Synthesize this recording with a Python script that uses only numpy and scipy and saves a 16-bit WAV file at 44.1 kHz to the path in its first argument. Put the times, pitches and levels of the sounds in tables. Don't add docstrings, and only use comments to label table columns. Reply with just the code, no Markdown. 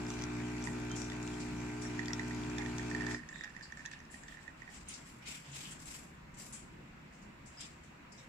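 import sys
import numpy as np
from scipy import signal
from scipy.fft import rfft, irfft, next_fast_len
from scipy.io import wavfile
from scipy.ndimage import uniform_filter1d, map_coordinates

SR = 44100
rng = np.random.default_rng(int(sys.argv[2]) if len(sys.argv) > 2 else 0)


def transcribe(signal):
    frames = np.atleast_2d(signal).T
    limited = np.clip(frames, -1, 1)
    pcm = np.round(limited * 32767).astype(np.int16)
    wavfile.write(sys.argv[1], SR, pcm)


def nominal_scale(level):
    x = np.asarray(level, float) / 20
    return 10 ** x


N = 365148
CUT_S = 3.143


def unit(x):
    return x / np.sqrt(np.mean(x ** 2) + 1e-20)


def along(points, hz):
    f, v = np.transpose(points)
    return np.interp(np.log(hz + 1), np.log(f + 1), v)


def wobble(rate):
    return map_coordinates(rng.standard_normal(int(N * rate / SR) + 4), [np.arange(N) * rate / SR])


def filtered(x, response):
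    n = x.shape[-1]
    m = next_fast_len(n + 4096)
    return irfft(rfft(x, m) * response(np.fft.rfftfreq(m, 1 / SR)), m)[..., :n]


def resonance(hz, width_hz):
    return lambda f: 1j * f * width_hz / (hz * hz - f * f + 1j * f * width_hz)


def stroke(s, attack, hold, t60):
    t = np.maximum(np.arange(N) / SR - s, 0)
    return (1 - np.exp(-(t / attack) ** 2)) * nominal_scale(-60 * np.maximum(t - hold, 0) / t60)


def add(track, s, sound):
    part = track[:, round(s * SR):][:, :sound.shape[-1]]
    part += sound[..., :part.shape[-1]]


# hz, correlation
ALIKE = [(60, .995), (130, .95), (290, .78), (450, .25), (640, -.25), (1400, .03), (3100, -.08),
         (6800, .02)]


def rush(gain, patchy_db):
    z = signal.stft(rng.standard_normal((2, N)), nperseg=512)[2]
    field = uniform_filter1d(uniform_filter1d(rng.standard_normal(z.shape[1:]), 6, 0), 10, 1)
    pair = signal.istft(z * nominal_scale(patchy_db * unit(field)), nperseg=512)[1][:, :N]

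    def mid_side(hz):
        angle = np.arccos(np.clip(along(ALIKE, hz), -1, 1)) / 2
        return gain(hz) * [np.cos(angle), np.sin(angle)]

    mid, side = filtered(pair, mid_side)
    return unit(np.array([mid + side, mid - side]))


# hz, gain_db
PORT = [(6500, -1), (7600, 3.5), (8500, -2.5), (11000, -7.5), (12200, -27), (16000, -20)]


def port(hz):
    return nominal_scale(along(PORT, hz))


# hz, t60_s
WALLS = [(500, 0.21), (2000, 0.18), (8000, 0.096)]


def walls(x, wet_db):
    hz, t, z = signal.stft(rng.standard_normal((2, SR // 2)), SR, nperseg=256)
    tail = signal.istft(z * nominal_scale(-60 * t / along(WALLS, hz)[:, None]), SR, nperseg=256)[1]
    late = np.pad(x, ((0, 0), (150, 0)))
    wet = signal.fftconvolve(late, tail / np.linalg.norm(tail[0]), axes=1)
    return x + nominal_scale(wet_db) * wet[:, :N]


# hz, density_db
RUMBLE = [(12, -29), (20, -11), (80, -3), (97, -23), (118, -4.5), (203, -4.5), (308, -10), (362, -13),
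          (500, -21.5), (650, -68), (1100, -120)]
# start_s, level_db, pitch_hz
THUDS = [
    (5.47, -43, 140),
    (7.22, -48, 204.7),
]


def traffic():
    t = np.arange(N) / SR
    recede_db = -2 * np.clip((t - 7.4) * 10, 0, 1)
    low = nominal_scale(-56.5 + recede_db + 0.99 * wobble(3.11)) * rush(lambda hz: nominal_scale(along(RUMBLE, hz)), patchy_db=1.2)
    t = t[:SR // 2]
    for s, db, hz in THUDS:
        decay = nominal_scale(db - 60 * t[None] / 0.51)
        add(low, s, decay * (1 - np.exp(-t / 0.034)) * np.sin(2 * np.pi * hz * t))
    return low


# pitch_hz, level_db
FRIDGE = [(155, -71), (960, -79), (1060, -81.5)]
# hz, density_db
KITCHEN = [(350, -91), (500, 1), (1000, 1), (2000, 0.5), (2700, -3), (3100, -10), (5000, -16.5),
           (6900, -18.5), (7600, -13.5), (8300, -26.5), (11000, -30.5), (15500, -29)]


def appliances():
    t = np.arange(N) / SR
    lines = np.zeros(N)
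    for hz, db in FRIDGE:
        level = nominal_scale(db + 4.0 + 3.2 * wobble(3.97))
        lines += level * np.sin(2 * np.pi * hz * t + 1.17 * wobble(7.3))
    hiss = rush(lambda hz: nominal_scale(along(KITCHEN, hz)), patchy_db=1.13)
    return lines + nominal_scale(-59 + 0.057 * wobble(1.65)) * hiss


# start_s, hold_s, level_db, dull_db, bright_db
SWISHES = [(4.105, 0.046, -62.5, -0.5, -15), (4.263, 0.063, -65, 1, -14), (4.392, .04, -68, -9, -17),
           (4.56, 0.093, -73, 6.5, -16), (4.68, 0.025, -62, -4, -12), (4.728, 0.02, -56, -6, -24),
           (4.87, 0.011, -53.5, 2, -15), (5.21, 0.069, -78, 17, -28), (5.696, 0.036, -65.5, 3, -20),
           (4.96, 0.024, -64, -1, -17), (5.039, 0.085, -66.5, -9, -6), (5.25, 0.075, -50, -4, -10.5),
           (5.44, 0.075, -64, 4, -27), (5.525, 0.13, -52, -4, -10.5), (5.782, .025, -58, -22, -8),
           (5.846, 0.12, -54, -7, -8.5), (6.359, 0.078, -53, -12, -7.5), (6.518, 0.028, -58, -4, -25),
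           (7.5, 0.17, -67.5, -3, -21), (7.584, 0.014, -53.5, -4, -18), (8.128, 0.094, -67.5, -4, -15)]
# hz, density_db
CLOTH = [(2500, -5.5), (3500, -12), (5000, -1.5), (6800, -3.5), (7600, 5.5), (8300, -5), (9500, -11),
         (11500, -74)]
# hz, density_db
SHEEN = [(7500, -30), (9000, 0), (10000, 0), (11500, -5), (12400, -9), (14600, -9), (15200, -12),
         (15400, -30)]


def cloth():
    attack_s, t60_s, settle_db, settle_t60_s = 0.021, 0.44, -34, 1.2
    envelopes = np.zeros((3, N))
    for s, hold, db, dull_db, bright_db in SWISHES:
        shape = stroke(s, attack_s, hold, t60_s) + nominal_scale(settle_db) * stroke(s, attack_s, hold, settle_t60_s)
        envelopes += nominal_scale(db + np.array([[0], [dull_db], [bright_db]])) * shape
    plain, dull, bright = envelopes
    shift = round(.005 * SR)
    swish = plain * rush(lambda hz: nominal_scale(along(CLOTH, hz)), patchy_db=.8) * nominal_scale([[2.2], [-2.2]])
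    dull_noise = rush(lambda hz: np.abs(resonance(2600, 2200)(hz)) ** 2, patchy_db=3.0)
    swish += nominal_scale(1.0) * np.roll(dull, -shift) * dull_noise
    swish += np.roll(bright, shift) * rush(lambda hz: nominal_scale(along(SHEEN, hz)), patchy_db=-2.0)
    tiny = (rng.uniform(size=N) < 400 / SR) * rng.standard_normal((2, N)) * nominal_scale(15)
    crackle = filtered(tiny, lambda f: resonance(5500, 6000)(f) * port(f))
    return nominal_scale(1.8 * wobble(90)) * swish + plain * crackle


# start_s, level_db, pitch_hz, hold_s
CRINKLES = [(0.073, -57, 6300, 0.033), (0.641, -51, 7300, 0.017), (0.954, -50, 6540, 0.027),
            (1.226, -62.5, 7300, 0.12), (1.395, -51.5, 5030, 0.016), (1.813, -53.5, 7640, 0.019),
            (3.1, -50, 4900, 0.014), (3.101, -58, 7550, 0.021), (3.626, -64, 7160, 0.0067),
            (3.766, -65, 5500, 0.03), (3.923, -53.5, 4000, 0.0066), (4.108, -58.5, 9600, 0.023),
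            (4.89, -54, 7500, 0.0055), (4.934, -48, 5400, 0.011), (5.708, -49, 8200, 0.009),
            (6.339, -61, 6960, 0.0085), (6.524, -48, 8350, 0.018), (7.124, -67.5, 6200, 0.023),
            (7.215, -66, 6000, 0.015), (7.456, -59, 6750, 0.018), (7.605, -42.5, 7500, 0.0036),
            (7.831, -66.5, 6460, 0.017), (8.119, -59, 7040, 0.0062)]
# start_s, level_db, pitch_hz, width_hz, hold_s
SQUEAKS = [(0.96, -55, 5770, 600, 0.092), (1.817, -54.5, 5640, 400, 0.051), (3.289, -63.5, 7300, 800, .12),
           (3.336, -59.5, 3670, 420, 0.11), (3.624, -51.5, 4700, 700, 0.013),
           (3.623, -60, 7300, 700, 0.011), (4.1, -68, 7400, 900, 0.16), (4.882, -50, 6500, 500, .008),
           (4.883, -50, 9150, 700, .004), (5.251, -56, 2240, 400, 0.1), (5.513, -56.5, 6800, 1200, .03),
           (3.133, -58.5, 5000, 700, 0.025), (5.257, -56, 3580, 2200, 0.054), (5.35, -66, 2600, 500, .04),
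           (5.646, -49.5, 3020, 900, 0.01), (7.57, -54, 5070, 280, 0.059), (7.601, -55, 3500, 900, 0.033),
           (5.792, -70, 5300, 700, .015), (3.926, -59.5, 2600, 500, 0.032), (8.118, -61, 5070, 600, .01),
           (8.174, -59.5, 5600, 800, .008), (8.177, -64, 3770, 500, 0.022)]
# start_s, peak_db, pitch_hz
SNAPS = [(4.7027, -48, 5420), (4.7451, -43, 7140), (4.7731, -48, 7860), (4.8863, -36, 8810),
         (4.8904, -38, 8880), (4.9412, -42, 5940), (5.2593, -44, 3640), (5.2749, -38, 3690),
         (5.4645, -49, 6060), (5.5164, -48, 7340), (5.655, -39, 3170), (5.7099, -37, 7680),
         (5.8014, -43, 7430), (5.8571, -40, 7730), (5.9938, -40, 7530), (6.3465, -54, 7640),
         (6.3874, -40, 7470), (6.4208, -38, 7730), (6.5326, -37, 7660), (7.4664, -50, 7150),
         (8.1209, -54, 5570)]


def wrapping():
    sound, t = np.zeros((2, N)), np.arange(SR // 3) / SR
    creaks = [(s, db, hz, 0.6 * hz, hold, 17.4 * hold) for s, db, hz, hold in CRINKLES]
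    creaks += [(*row, 0.21) for row in SQUEAKS]
    for s, db, hz, width_hz, hold, t60 in creaks:
        colour = lambda f: resonance(hz, width_hz)(f) * resonance(hz, 1.6 * width_hz)(f) * port(f)
        grain = unit(filtered(rng.standard_normal((2, len(t))), colour))
        shape = nominal_scale(db - 60 * np.maximum(t - hold, 0) / t60) * (1 - np.exp(-t / .003))
        add(sound, s, nominal_scale([[1.5], [-1.5]]) * shape * grain)
    for s, db, hz in SNAPS:
        colour = lambda f: resonance(hz, 2500)(f) ** 2 * port(f)
        crack = unit(filtered(rng.standard_normal((2, 900)), colour))
        add(sound, s, nominal_scale(db - 7 - 60 * t[:900] / .015) * crack)
    return sound


# start_s, length_s, pitch_hz, level_db
WHISTLE = (.898, .047, 3140, -52)


def seal():
    sound, t = np.zeros((2, N)), np.arange(SR // 3) / SR
    s, length, hz, db = WHISTLE
    shape = nominal_scale(db - 60 * np.maximum(t - length, 0) / .03) * (1 - np.exp(-t / .004))
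    add(sound, s, shape * np.sin(2 * np.pi * hz * t + .8 * wobble(60)[:len(t)])[None])
    return sound


# pitch_hz, width_hz, level_db
VENT = [(2600, 610, -67), (4900, 3200, -68), (9500, 4400, -73.5)]


def vent():
    def colour(f):
        power = sum((nominal_scale(db) * np.abs(resonance(hz, w)(f)) ** 2) ** 2 / w for hz, w, db in VENT)
        return np.sqrt(power) * port(f)

    return nominal_scale(-67.5) * stroke(CUT_S, 0.087, 0.84, 1.4) * rush(colour, patchy_db=-0.5)


# start_s, peak_db, pitch_hz
POPS = [(0.066, -41.5, 5100), (0.1032, -36, 5960), (0.1391, -40, 6000), (0.19, -42, 5700),
        (0.2215, -36.5, 6000), (0.238, -32, 5730), (0.625, -40, 5900), (0.64, -38, 7500),
        (0.9637, -37, 6930), (1.228, -40, 7100), (1.821, -39, 5670), (2.082, -35.5, 4700),
        (2.1326, -29.5, 5600), (2.499, -42, 5900), (2.618, -44, 5900), (2.7825, -33, 6200),
        (2.9025, -39.5, 7760), (2.948, -41, 4700), (3.066, -37, 4800), (3.143, -42, 5230),
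        (3.289, -43.5, 6400), (3.6274, -50, 4500), (3.7214, -47, 6170), (3.772, -47.5, 7450),
        (3.86, -37.5, 6170), (3.913, -46, 7800), (3.9903, -53, 6000), (4.0517, -55, 5310),
        (4.116, -56, 7560), (4.235, -46, 7040), (0.214, -41, 5900), (0.608, -48, 6090), (0.731, -46, 6900),
        (0.8969, -46, 5900), (1.047, -44, 7440), (1.1648, -47, 7110), (1.6043, -47, 6100),
        (1.6147, -48, 7570), (2.347, -42, 6850), (2.5656, -52, 5610), (3.383, -50, 5460),
        (3.496, -53, 7400), (3.549, -59, 4800), (3.594, -56, 6300), (3.66, -57.5, 6450), (4.003, -53, 6100),
        (0.11, -41, 2800), (0.581, -43, 2800), (1.1, -39, 3450), (0.9155, -36.5, 6460),
            (1.0176, -36, 5800), (1.119, -40.5, 3530), (1.276, -39, 2800), (1.992, -47, 3200),
            (2.0574, -36.5, 3450), (2.584, -34.5, 3500), (2.001, -48, 3400), (2.0303, -51, 3200),
            (2.1331, -35, 3490), (2.1934, -45, 3700), (2.4354, -43, 3400), (2.6609, -41.5, 3460),
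            (1.3404, -42, 3200), (2.2757, -48, 2900), (3.853, -40, 2600), (3.859, -38.5, 4000),
            (3.934, -47, 2600), (3.916, -43, 2550), (4.283, -50, 2916), (3.4436, -45, 2690),
            (3.4366, -41, 3500), (4.2808, -49.5, 3500)]
# pitch_hz, width_hz, gain_db
GLASS = [(3500, 320, 0.5), (4970, 400, 3), (6000, 800, 0), (7300, 290, 2.5)]


def foam():
    pings, blows, t = np.zeros((2, N)), np.zeros((2, N)), np.arange(600) / SR
    for s, db, hz in POPS:
        phase, spread = rng.uniform(size=(2, 1))
        gain = nominal_scale(db + np.array([[1.2], [-1.2]]))
        cycles = hz * t + phase + .36 * spread * [[0], [1]]
        shape = nominal_scale(-60 * t / 0.011) * (1 - np.exp(-t / 0.000088))
        add(pings, s, gain * shape * np.sin(2 * np.pi * cycles))
        add(blows, s, 1.51 * gain * nominal_scale(-60 * t / 0.014) * rng.standard_normal((2, len(t))))
    for s, db, _ in DRIPS + LAST_DRIPS:
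        crack_db = db - 7.5 - 3.4 * max(s - CUT_S, 0)
        add(blows, s, nominal_scale(crack_db - 60 * t / 0.022) * rng.standard_normal((2, len(t))))
    tiny = (rng.uniform(size=N) < 45 / SR) * nominal_scale(-41 + 3 * rng.standard_normal(N))
    tiny *= np.arange(N) < CUT_S * SR
    blows += np.array([tiny, np.roll(tiny, 13)])

    def modes(f):
        return 0.19 + sum((-1) ** k * nominal_scale(db) * resonance(hz, w)(f) for k, (hz, w, db) in enumerate(GLASS))

    bursts = pings + filtered(blows, modes)
    return filtered(bursts, lambda f: resonance(4500, 9000)(f) * nominal_scale(0.48 * along(PORT, f)))


# start_s, peak_db, air_column_hz
DRIPS = [(0.104, -43, 1150), (0.221, -45, 1060), (0.6717, -31, 1910), (0.673, -39, 965), (0.908, -44, 1400),
         (2.1, -44, 835), (2.591, -39, 885), (3.07, -45.5, 890), (1.119, -41, 1920), (1.828, -46, 1800),
         (1.851, -43.5, 1800), (1.992, -28.5, 1890), (2.0296, -47, 1790), (2.0824, -36, 1940),
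         (2.105, -37, 1960), (2.1338, -38.5, 1960), (2.1942, -29.5, 1940), (2.231, -42, 1820),
         (2.308, -35.5, 1900), (2.581, -31, 1820), (2.584, -32, 1850), (2.608, -38, 2100),
         (2.622, -40, 1820), (2.6598, -38.5, 1840), (2.782, -40, 1890), (2.795, -34, 1800),
         (2.9127, -30.5, 1815), (2.9478, -29, 1820), (2.981, -42, 1800), (2.999, -43.5, 1770),
         (3.0073, -31, 1830), (3.0194, -32.5, 1720), (3.038, -42, 1800), (3.048, -44, 1830),
         (3.067, -30.5, 1760), (3.082, -40, 1800), (3.087, -35, 1810), (3.0905, -39.5, 1780),
         (3.099, -43, 1810), (3.1103, -36, 1890), (3.12, -36, 1800), (3.1456, -32.5, 1840),
         (3.166, -51, 1820), (3.178, -54, 1780)]
# start_s, peak_db, air_column_hz
LAST_DRIPS = [(3.289, -45, 1830), (3.295, -48, 1770), (3.327, -40, 1780), (3.358, -38, 1880),
              (3.4092, -35, 1880), (3.4374, -33.5, 1760), (3.4434, -30, 1790), (3.476, -46.5, 1810),
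              (3.489, -46.5, 1780), (3.503, -45, 1820), (3.549, -47, 1770), (3.564, -36.5, 1910),
              (3.609, -38, 1740), (3.655, -46, 1730), (3.723, -37, 1800), (3.7718, -41.5, 1770),
              (3.793, -41, 1810), (3.804, -42, 1830), (3.8526, -37.5, 1775), (3.859, -37, 1790),
              (3.913, -44, 1750), (3.934, -39, 1750), (3.971, -59, 1780), (4.0025, -60, 1880),
              (4.0462, -59, 1780), (4.1, -49, 1740), (4.1417, -39, 1860), (4.235, -45, 1840),
              (4.2834, -38.5, 1850), (4.323, -44.5, 1840), (4.3448, -48, 1810), (4.3704, -43, 1860),
              (4.3903, -53, 1950), (4.4182, -62, 1800), (4.478, -35.5, 1870), (4.6192, -39, 1920),
              (4.677, -45, 1910), (4.689, -47, 1880)]


def drips():
    glass, splash, t = np.zeros((1, N)), np.zeros(N), np.arange(2600) / SR
    landed = DRIPS + LAST_DRIPS
    droplets = [(s - .015, db - 16.5, hz * 0.96) for s, db, hz in LAST_DRIPS if -44 < db < -34.5]
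    rebounds = [(s + .0118, db - 11.5, hz) for s, db, hz in landed if db > -44]
    for s, db, hz in landed + droplets + rebounds:
        t60, beat, soft, glide = rng.uniform(size=4)
        ring = np.sin(2 * np.pi * hz * t * (1 + 7 * (glide - .3) * (t - .004)))
        ring += 0.12 * np.sin(2 * np.pi * (hz * 1.296 * t + beat))
        ring += 0.11 * np.sin(2 * np.pi * hz * 0.475 * t)
        onset = 1 - np.exp(-(t / (0.001 + 0.0012 * soft)) ** 2)
        add(glass, s - .0008, nominal_scale(db + 9.0 - 60 * t / (0.012 + 0.011 * t60)) * onset * ring)
    for s, db, _ in landed:
        splash[round(s * SR)] = nominal_scale(-66 + 0.26 * (db + 33.0))
    splash = signal.lfilter([1], [1, -nominal_scale(-60 / 0.46 / SR)], splash)
    hits = (rng.uniform(size=N) < 300 / SR) * rng.standard_normal(N)
    hits *= nominal_scale(2.5 * np.minimum(rng.exponential(size=N), 2))
    glass[0] += splash * unit(filtered(hits, lambda f: resonance(1800, 220)(f) * resonance(1860, 500)(f)))
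    return np.array([nominal_scale(-7.0) * glass[0], nominal_scale(2.5) * np.roll(glass[0], 29)])


# time_s, level_db
PUMP = [
    (0, 0),
    (1.7, -1),
    (3.0, 0.5),
    (3.6, 3.5),
]


def effort_db():
    t = np.arange(N) / SR
    after = np.maximum(t - CUT_S, 0)
    s, db = np.transpose(PUMP)
    push = np.interp(t, s, db, left=-200, right=-200)
    return push - np.minimum(300 * after, 24) - 900 * np.maximum(after - .075, 0)


# hz, density_db
WATER = [(15, -30), (60, -7), (97, -6), (120, 4), (172, 5), (231, 2), (427, -8.5), (480, -12), (900, -8.5),
         (2400, -7), (3300, -15.5), (7700, -16), (8700, -27), (10600, -31), (12000, -40), (15500, -42)]


def water(cycle):
    throb = .85 + .36 * np.exp(-((cycle + .03) % 1) / .3) * nominal_scale(2 * wobble(60))
    flow = rush(lambda hz: nominal_scale(along(WATER, hz)), patchy_db=2.0)
    flow = nominal_scale(-51 + 3.0 + 0.17 * wobble(4.23)) * throb * flow
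    gate = np.exp(-(((cycle - 0.082 + .5) % 1 - .5) / 0.1) ** 2)
    jet = rush(lambda hz: np.abs(resonance(6600, 3500)(hz)) ** 2, patchy_db=0.0)
    return flow + nominal_scale(-70 + 3.1 * wobble(60)) * unit(gate) * jet


# multiple, level_db (rms), left_right_db
STROKES = [(1, -53, 0), (2, -48, 0), (3, -57, 5), (4, -47, -1), (5, -46, 0), (6, -52, 0), (7, -55, 2),
           (8, -76, 0), (9, -75, 0), (19, -75, -2), (22, -74, -14), (27, -77, -14), (28, -76, 2),
           (31, -74, 3), (33, -74, 8), (35, -76, -14), (36, -77, 1), (37, -74, 4), (38, -74, -6),
           (42, -78, -2), (43, -79, 12), (45, -78, -9), (10, -69, 4), (11, -66, 8), (12, -66, 4),
           (13, -67, -4), (14, -64, -15), (15, -62, 2), (16, -64, 9), (17, -68, 1), (18, -71, -7),
           (20, -68, 1), (21, -70, 17), (23, -65, 3), (24, -69, -4), (25, -67, -6), (26, -63, 3),
           (29, -70, 9), (30, -71, -11), (32, -69, 13), (34, -70, -2), (39, -65, 1), (40, -65, 4),
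           (41, -70, 2), (44, -68, -2)]
# hz, lead_rad
LEAD = [(60, 0), (180, 0), (300, .5), (420, 1.3), (600, .9), (720, -.3), (900, .6), (1400, -.2),
        (2400, -.5)]
SMEAR = [-.2545, -1.07, 2.712, 13.026]
# hz, phase_rad
HOUSING_LAG = [(600, 0), (720, -.7), (1300, -.2), (1380, -2.6), (1450, -1.1), (1600, -.9), (1750, .4),
               (2400, 1.3), (2650, .5)]
# hz, ripple_rad
ECHO_RIPPLE = [(1700, 1.3), (1900, 0)]


def pump():
    mains_hz, knock_at, echo_after = 60.065, .25, 1 / 3
    effort = nominal_scale(effort_db())
    turn = 2 * np.pi * mains_hz * np.arange(N) / SR + 0.0034 * wobble(14)
    sides = np.array([[.5], [-.5]])
    hum = np.zeros((2, N))
    for multiple, db, pan_db in STROKES:
        hz = multiple * mains_hz
        if multiple < 8:
            start = np.polyval(SMEAR, multiple - 4)
        else:
            start = np.pi / 2 - 2 * np.pi * knock_at * multiple + along(HOUSING_LAG, hz)
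            start += along(ECHO_RIPPLE, hz) * np.cos(2 * np.pi * echo_after * (multiple - 1))
        start = start + multiple * 0.0035 * wobble(9.1) + sides * along(LEAD, hz)
        ring = .95 * np.abs(resonance(245, 70)(hz))
        fade = effort ** np.clip(1.24 + 0.022 * multiple - ring, 1 / 4, 3 / 2)
        split = nominal_scale(sides * pan_db)
        split = split / np.sqrt(np.mean(split ** 2))
        hum += nominal_scale(db + 3.5 + 0.99 * wobble(7.11)) * split * fade * np.sin(multiple * turn + start)
    return hum + effort * nominal_scale([[.7], [-.7]]) * water(turn / (2 * np.pi))


def scene():
    background = traffic() + appliances()
    near = cloth() + wrapping() + seal() + vent()
    cup = walls(foam(), wet_db=-10) + walls(drips(), wet_db=-9)
    return background + near + cup + pump()


def band_limit(x):
    return signal.sosfilt(signal.butter(12, 16150, fs=SR, output="sos"), x)


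# hz, left_right_db
TILT = [(600, 0), (1400, 0.3), (2800, -1.6), (4500, -3), (7400, 5), (9500, -6), (14000, -0.5)]


def record(dry):
    sides = np.array([[.5], [-.5]])
    mix = filtered(dry, lambda hz: (hz < 15720) * nominal_scale(sides * along(TILT, hz)))
    return band_limit(mix)


dry = scene()
out = record(dry)
transcribe(out)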